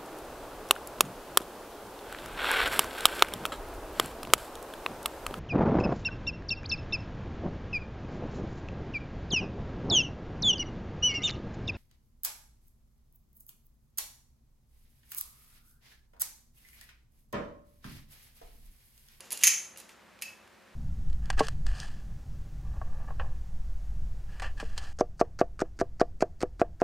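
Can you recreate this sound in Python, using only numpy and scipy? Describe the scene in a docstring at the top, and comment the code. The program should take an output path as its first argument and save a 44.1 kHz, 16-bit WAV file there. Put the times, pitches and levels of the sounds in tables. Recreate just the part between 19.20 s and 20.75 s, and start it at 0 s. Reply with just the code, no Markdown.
"""A light steel tick, then a rattle: a butterfly knife flips open by hand, close up in a fairly live room.
The loose pivots chatter, a handle slaps the steel and rebounds, the fingers shift their grip, and the
handles squeeze shut with one ringing click. Each hit is a noise crack, a short buzz and ringing steel
modes; the slides are gritty noise. Ventilation murmurs underneath, and the picture is stereo."""
import sys
import numpy as np
from scipy import signal
from scipy.fft import rfft, irfft
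from scipy.io import wavfile
from scipy.ndimage import uniform_filter1d, minimum_filter1d

SR = 44100
rng = np.random.default_rng(int(sys.argv[2]) if len(sys.argv) > 2 else 0)


def dump(signal):
    """Clip the signal to [-1, 1] and save it as 16-bit WAV at the path in sys.argv[1]."""
    limited = np.clip(np.atleast_2d(signal).T, -1, 1)
    pcm = np.round(limited * 32767).astype(np.int16)
    wavfile.write(sys.argv[1], SR, pcm)


N = 68355

# Tone of the moving air: freq_hz, gain_db
AIR_EQ = [(15, -52), (25, -20), (108, -7), (149, -17), (206, -4), (317, -11), (344, -4.5), (439, -9),
          (531, -7), (575, -8), (1790, -8), (3340, -16.5), (16000, -33)]
# Fan and mains tones: pitch_hz, level_db
HUM_TONES = [(60, -83), (178, -75.5), (213, -75.5), (538, -72.5)]

# Ticks of the loose pivots: start_s, level_db, ring_db, tilt_db_per_octave
PIVOT_HITS = [(.0058, -22.5, 2, -4), (.056, -44, -15.5, -5), (.1057, -18, 2, 0), (.1137, -16.5, -7.5, -3.5),
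              (.1197, -12, -7, 11.5), (.1227, -10.5, -14, -1.5), (.1279, -17, 8.5, 4.5),
              (.1514, -30.5, 4, -13.5), (.1742, -15.5, -2, -2), (.191, -21.5, -3.5, 0), (.2118, -23, 4, -6),
              (.224, -24, -12, -10), (.2277, -17.5, 8, -6), (.561, -29, -2, -12), (.5738, -23, -6.5, 1.5),
              (.5825, -25, -10.5, 3), (.6008, -27, -6.5, 4), (.690, -40.5, -8, 0), (.693, -28, -7.5, -7.5),
              (.6965, -37, -8.5, -11), (.99, -32, -11, -10.5), (1.0148, -26.5, -15.5, -1),
              (1.1055, -55, -10, 3), (1.2762, -38, -17, -6)]
# Ring of the free-swinging handle: pitch_hz, level_db, t60_s
PIVOT_MODES = [(2810, -13, .09), (4770, -16, .06), (6700, -14, .025), (6850, -14, .04), (7400, -14, .04),
               (10300, -9, .015), (10460, -4, .035), (10850, -10, .02), (13850, -15, .008)]
# Tone of a tick's crack: freq_hz, gain_db
PIVOT_EQ = [(100, -13.5), (400, -12.5), (1300, -15), (2500, 2.5), (3600, 0.5), (5700, 2.5), (8200, 2.5),
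            (10400, 6), (12500, 0.5), (14000, -2.5), (15500, -21.5)]

# Steel sliding on steel and skin: start_s, length_s, level_db, tilt_db_per_octave
SLIDES = [(.008, 0.094, -57.5, 0), (0.104, .058, -46, 0.5), (0.202, 0.035, -44, 2.5),
          (.262, 0.044, -42.5, 0.5), (0.57, 0.055, -51.5, 1), (0.679, 0.061, -60.5, 0)]
# Tone of the friction: freq_hz, gain_db
SLIDE_EQ = [(30, -14), (100, -4), (300, -2), (900, 0), (1600, -4.5), (2700, 0), (5000, -5), (6700, -2),
            (10000, -9), (13500, -8.5), (15300, -25.5)]

# The handle's slap and rebounds: start_s, level_db, ring_db, tilt_db_per_octave
SLAP_HITS = [(.2358, 12.5, -5.5, 0.95), (.2702, 6, -4.5, 2.5), (.2735, 0, -1, 0), (.2762, -2, 3.5, 1)]
# Ring of the struck knife: pitch_hz, level_db, t60_s
SLAP_MODES = [(2290, -11, .02), (2645, -13, .04), (6060, -7, .012), (6275, -6, .1), (6380, 0, .012),
              (6448, -3, .2), (6590, -4, .015), (6730, -12, .08), (9220, -14, .02), (10750, -11, .04),
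              (10990, -11, .05), (14100, -16, .01)]
# Tone of the slap's crack: freq_hz, gain_db
SLAP_EQ = [(500, -27), (850, -27), (1300, -11.5), (1900, 0.5), (2550, 4), (3400, -3), (4200, -4), (5200, 1),
           (6500, -3), (7400, 2.5), (8300, -8.5), (8950, 1), (9700, -1), (10800, 4.5), (12400, -12),
           (14000, 0), (15300, -20.5)]

# The handles meeting: start_s, level_db, ring_db, tilt_db_per_octave
CLICK_HITS = [(1.0218, -8, -7, 0.5), (1.0236, -17.5, -4, 11)]
# Ring of the closed knife: pitch_hz, level_db, t60_s
CLICK_MODES = [(2595, 1, .25), (2640, -2, .11), (4660, -15, .04), (4900, -9, .03), (5090, -12, .035),
               (6630, -9, .045), (10650, -12, .015), (11610, -16, .015)]
# Tone of the click's crack: freq_hz, gain_db
CLICK_EQ = [(100, -23.5), (800, -5), (1500, -6.5), (2550, 11.5), (3600, -5), (5000, 1), (8000, -4),
            (10700, 1.5), (12500, -5), (14000, -3), (15300, -19)]

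# Reverb time by band: freq_hz, t60_s
REVERB_DECAY = [(200, 1), (1000, .55), (2500, 0.4), (6500, 0.41), (10500, .45), (15000, .3)]
# Tone of the reverb: freq_hz, gain_db
REVERB_EQ = [(200, 0.5), (1000, -1), (2500, -2), (6500, -2.5), (10000, -10.5), (15000, -8.5)]
# Stereo width, as an EQ on the side channel: freq_hz, gain_db
SIDE_EQ = [(60, -11), (250, -4.5), (500, -3), (1200, -12.5), (2500, -12), (4000, -10.5), (6300, -7),
           (8500, -4.5), (10500, -8.5), (14000, -13.5)]


def undb(db):
    """Decibels to gain."""
    return 10 ** (np.asarray(db) / 20)


def unit(x):
    """Scale to unit energy."""
    return x / np.sqrt(np.sum(x ** 2))


def curve_at(points, hz):
    """Read a (freq_hz, value) curve on a log-frequency axis."""
    knots_hz, values = np.array(points).T
    return np.interp(np.log(np.maximum(hz, 1)), np.log(knots_hz), values)


def freqs(size):
    """Bin frequencies for a signal of this many samples."""
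    return np.fft.rfftfreq(size, 1 / SR)


def eq(x, points):
    """Filter by a (freq_hz, gain_db) curve."""
    return irfft(rfft(x) * undb(curve_at(points, freqs(len(x)))), len(x))


def minimum_phase(gain):
    """The tightest impulse with this spectrum, free of pre-ring."""
    cepstrum = irfft(np.log(gain + 1e-9))
    half = len(cepstrum) // 2
    cepstrum[1:half] *= 2
    cepstrum[half + 1:] = 0
    return irfft(np.exp(rfft(cepstrum)))


def stereo(mid, side):
    """Mid and side to left and right."""
    return np.array([mid + side, mid - side])


def ventilation(air_db=-59, waver_depth=.3, waver_points=12):
    """The bed: soft, steady air with fan and mains tones wavering in level and phase."""
    t = np.arange(N) / SR
    mid, side = (unit(eq(rng.standard_normal(N), AIR_EQ)) * np.sqrt(N) * undb(air_db) for _ in range(2))
    knots_s = np.linspace(0, t[-1], waver_points)
    waver = lambda: waver_depth * np.interp(t, knots_s, rng.standard_normal(waver_points))
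    for hz, level_db in HUM_TONES:
        level = np.sqrt(2) * undb(level_db) * (1 + waver())
        mid += level * np.sin(2 * np.pi * hz * t + 2 * waver())
    return stereo(mid, eq(side, SIDE_EQ))


def flat_burst(envelope, smooth_bins=48):
    """A noise burst with its broad spectral bumps ironed out."""
    spectrum = rfft(rng.standard_normal(len(envelope)) * envelope)
    bumps = np.sqrt(uniform_filter1d(abs(spectrum) ** 2, smooth_bins) + 1e-12)
    return unit(irfft(spectrum / bumps)[:len(envelope) // 2])


def steel_hits(hits, modes, tone, crack_s, buzz_s, buzz_db, low_cut_hz, scatter_db=1, size=4096):
    """Steel on steel: a crack, a brief buzz in the joints and ringing modes; little bass radiates."""
    t, out = np.arange(N) / SR, np.zeros(N)
    hz = freqs(size)
    envelope = unit(np.exp(-t[:size] / crack_s)) + undb(buzz_db) * unit(np.exp(-t[:size] / buzz_s))
    for start_s, level_db, ring_db, tilt_db in hits:
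        # brightness tilts over two octaves either side of 6 kHz
        tilt = lambda f: undb(tilt_db * np.log2(np.clip(f / 6000, 1 / 4, 4)))
        impulse = unit(minimum_phase(undb(curve_at(tone, hz)) * tilt(hz)))
        crack = signal.fftconvolve(flat_burst(envelope), impulse)
        hit = np.pad(crack, (0, N - len(crack)))
        for pitch_hz, mode_db, t60_s in modes:
            spot_db = scatter_db * rng.standard_normal()  # the ring varies with the spot struck
            ring = np.sin(2 * np.pi * (pitch_hz * t + rng.random())) * np.exp(-np.log(1000) * t / t60_s)
            hit += undb(mode_db + ring_db + spot_db) * tilt(pitch_hz) * unit(ring)
        onset = int(start_s * SR)
        out[onset:] += undb(level_db) * hit[:N - onset]
    return signal.sosfilt(signal.butter(2, low_cut_hz, "high", fs=SR, output="sos"), out)


def pivot_rattle():
    """The handles knock in their loose pivots: small, bright ticks."""
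    return steel_hits(PIVOT_HITS, PIVOT_MODES, PIVOT_EQ,
                      crack_s=.00082, buzz_s=.006, buzz_db=-1, low_cut_hz=250)


def slides(grain_db=2):
    """Short swells of grit as the handles turn on their pivots and in the fingers."""
    t, out = np.arange(N) / SR, 0
    for start_s, length_s, level_db, tilt_db in SLIDES:
        grains = rng.standard_normal(N) * undb(grain_db * rng.standard_normal(N))
        grit = eq(grains, [(hz, db + tilt_db * np.log2(hz)) for hz, db in SLIDE_EQ])
        swell = np.sin(np.pi * np.clip((t - start_s) / length_s, 0, 1))
        out += undb(level_db) * unit(grit) * np.sqrt(N) * swell
    return out


def handle_slap():
    """The big hit: a swinging handle lands on the steel, buzzes and chatters back."""
    return steel_hits(SLAP_HITS, SLAP_MODES, SLAP_EQ,
                      crack_s=.0014, buzz_s=.01, buzz_db=6.5, low_cut_hz=1000)


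def closing_click():
    """The handles squeeze shut: two contacts so close that they fuse into one ringing click."""
    return steel_hits(CLICK_HITS, CLICK_MODES, CLICK_EQ,
                      crack_s=.00076, buzz_s=.0096, buzz_db=3, low_cut_hz=799)


def reverb_tail(predelay_s=.011, build_s=.0017):
    """Diffuse reflections that bloom quickly and die sooner in the treble."""
    t, hz = np.arange(N) / SR, freqs(N)
    spectrum = rfft(rng.standard_normal(N)) * undb(curve_at(REVERB_EQ, hz))
    bloom = 1 - np.exp(-np.maximum(t - predelay_s, 0) / build_s)
    tail = 0
    for band_hz, t60_s in REVERB_DECAY:
        crossfade = curve_at([(f, f == band_hz) for f, _ in REVERB_DECAY], hz)
        band = irfft(spectrum * crossfade, N)
        tail += band * unit(bloom * np.exp(-np.log(1000) * t / t60_s))
    return tail


def room(knife, send_db=-2, widen_db=-5.5, smear_samples=48):
    """The direct sound, slightly different at each ear, and the answer of the walls."""
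    walls = stereo(reverb_tail(), eq(reverb_tail(), SIDE_EQ))[:, :SR]
    wet = signal.fftconvolve(knife[None], walls, axes=1)[:, :N]
    smeared = np.convolve(knife, unit(rng.standard_normal(smear_samples)))[:N]
    side = undb(widen_db) * eq(smeared, SIDE_EQ)
    return stereo(knife, side) + undb(send_db) * wet


def scene():
    """The knife in the room, over the ventilation bed."""
    knife = pivot_rattle() + handle_slap() + closing_click() + slides()
    return room(knife) + ventilation()


def record(dry, ceiling=.7, limiter_s=.003, high_cut_hz=15300):
    """A fast limiter holds the loudest peaks down, then a steep filter cuts the top."""
    window = int(limiter_s * SR)
    safe_gain = np.minimum(1, ceiling / (abs(dry).max(axis=0) + 1e-9))
    smooth_gain = uniform_filter1d(minimum_filter1d(safe_gain, window), window)
    high_cut = signal.ellip(8, .2, 70, high_cut_hz, fs=SR, output="sos")
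    return signal.sosfilt(high_cut, dry * smooth_gain)


dry = scene()
out = record(dry)
dump(out)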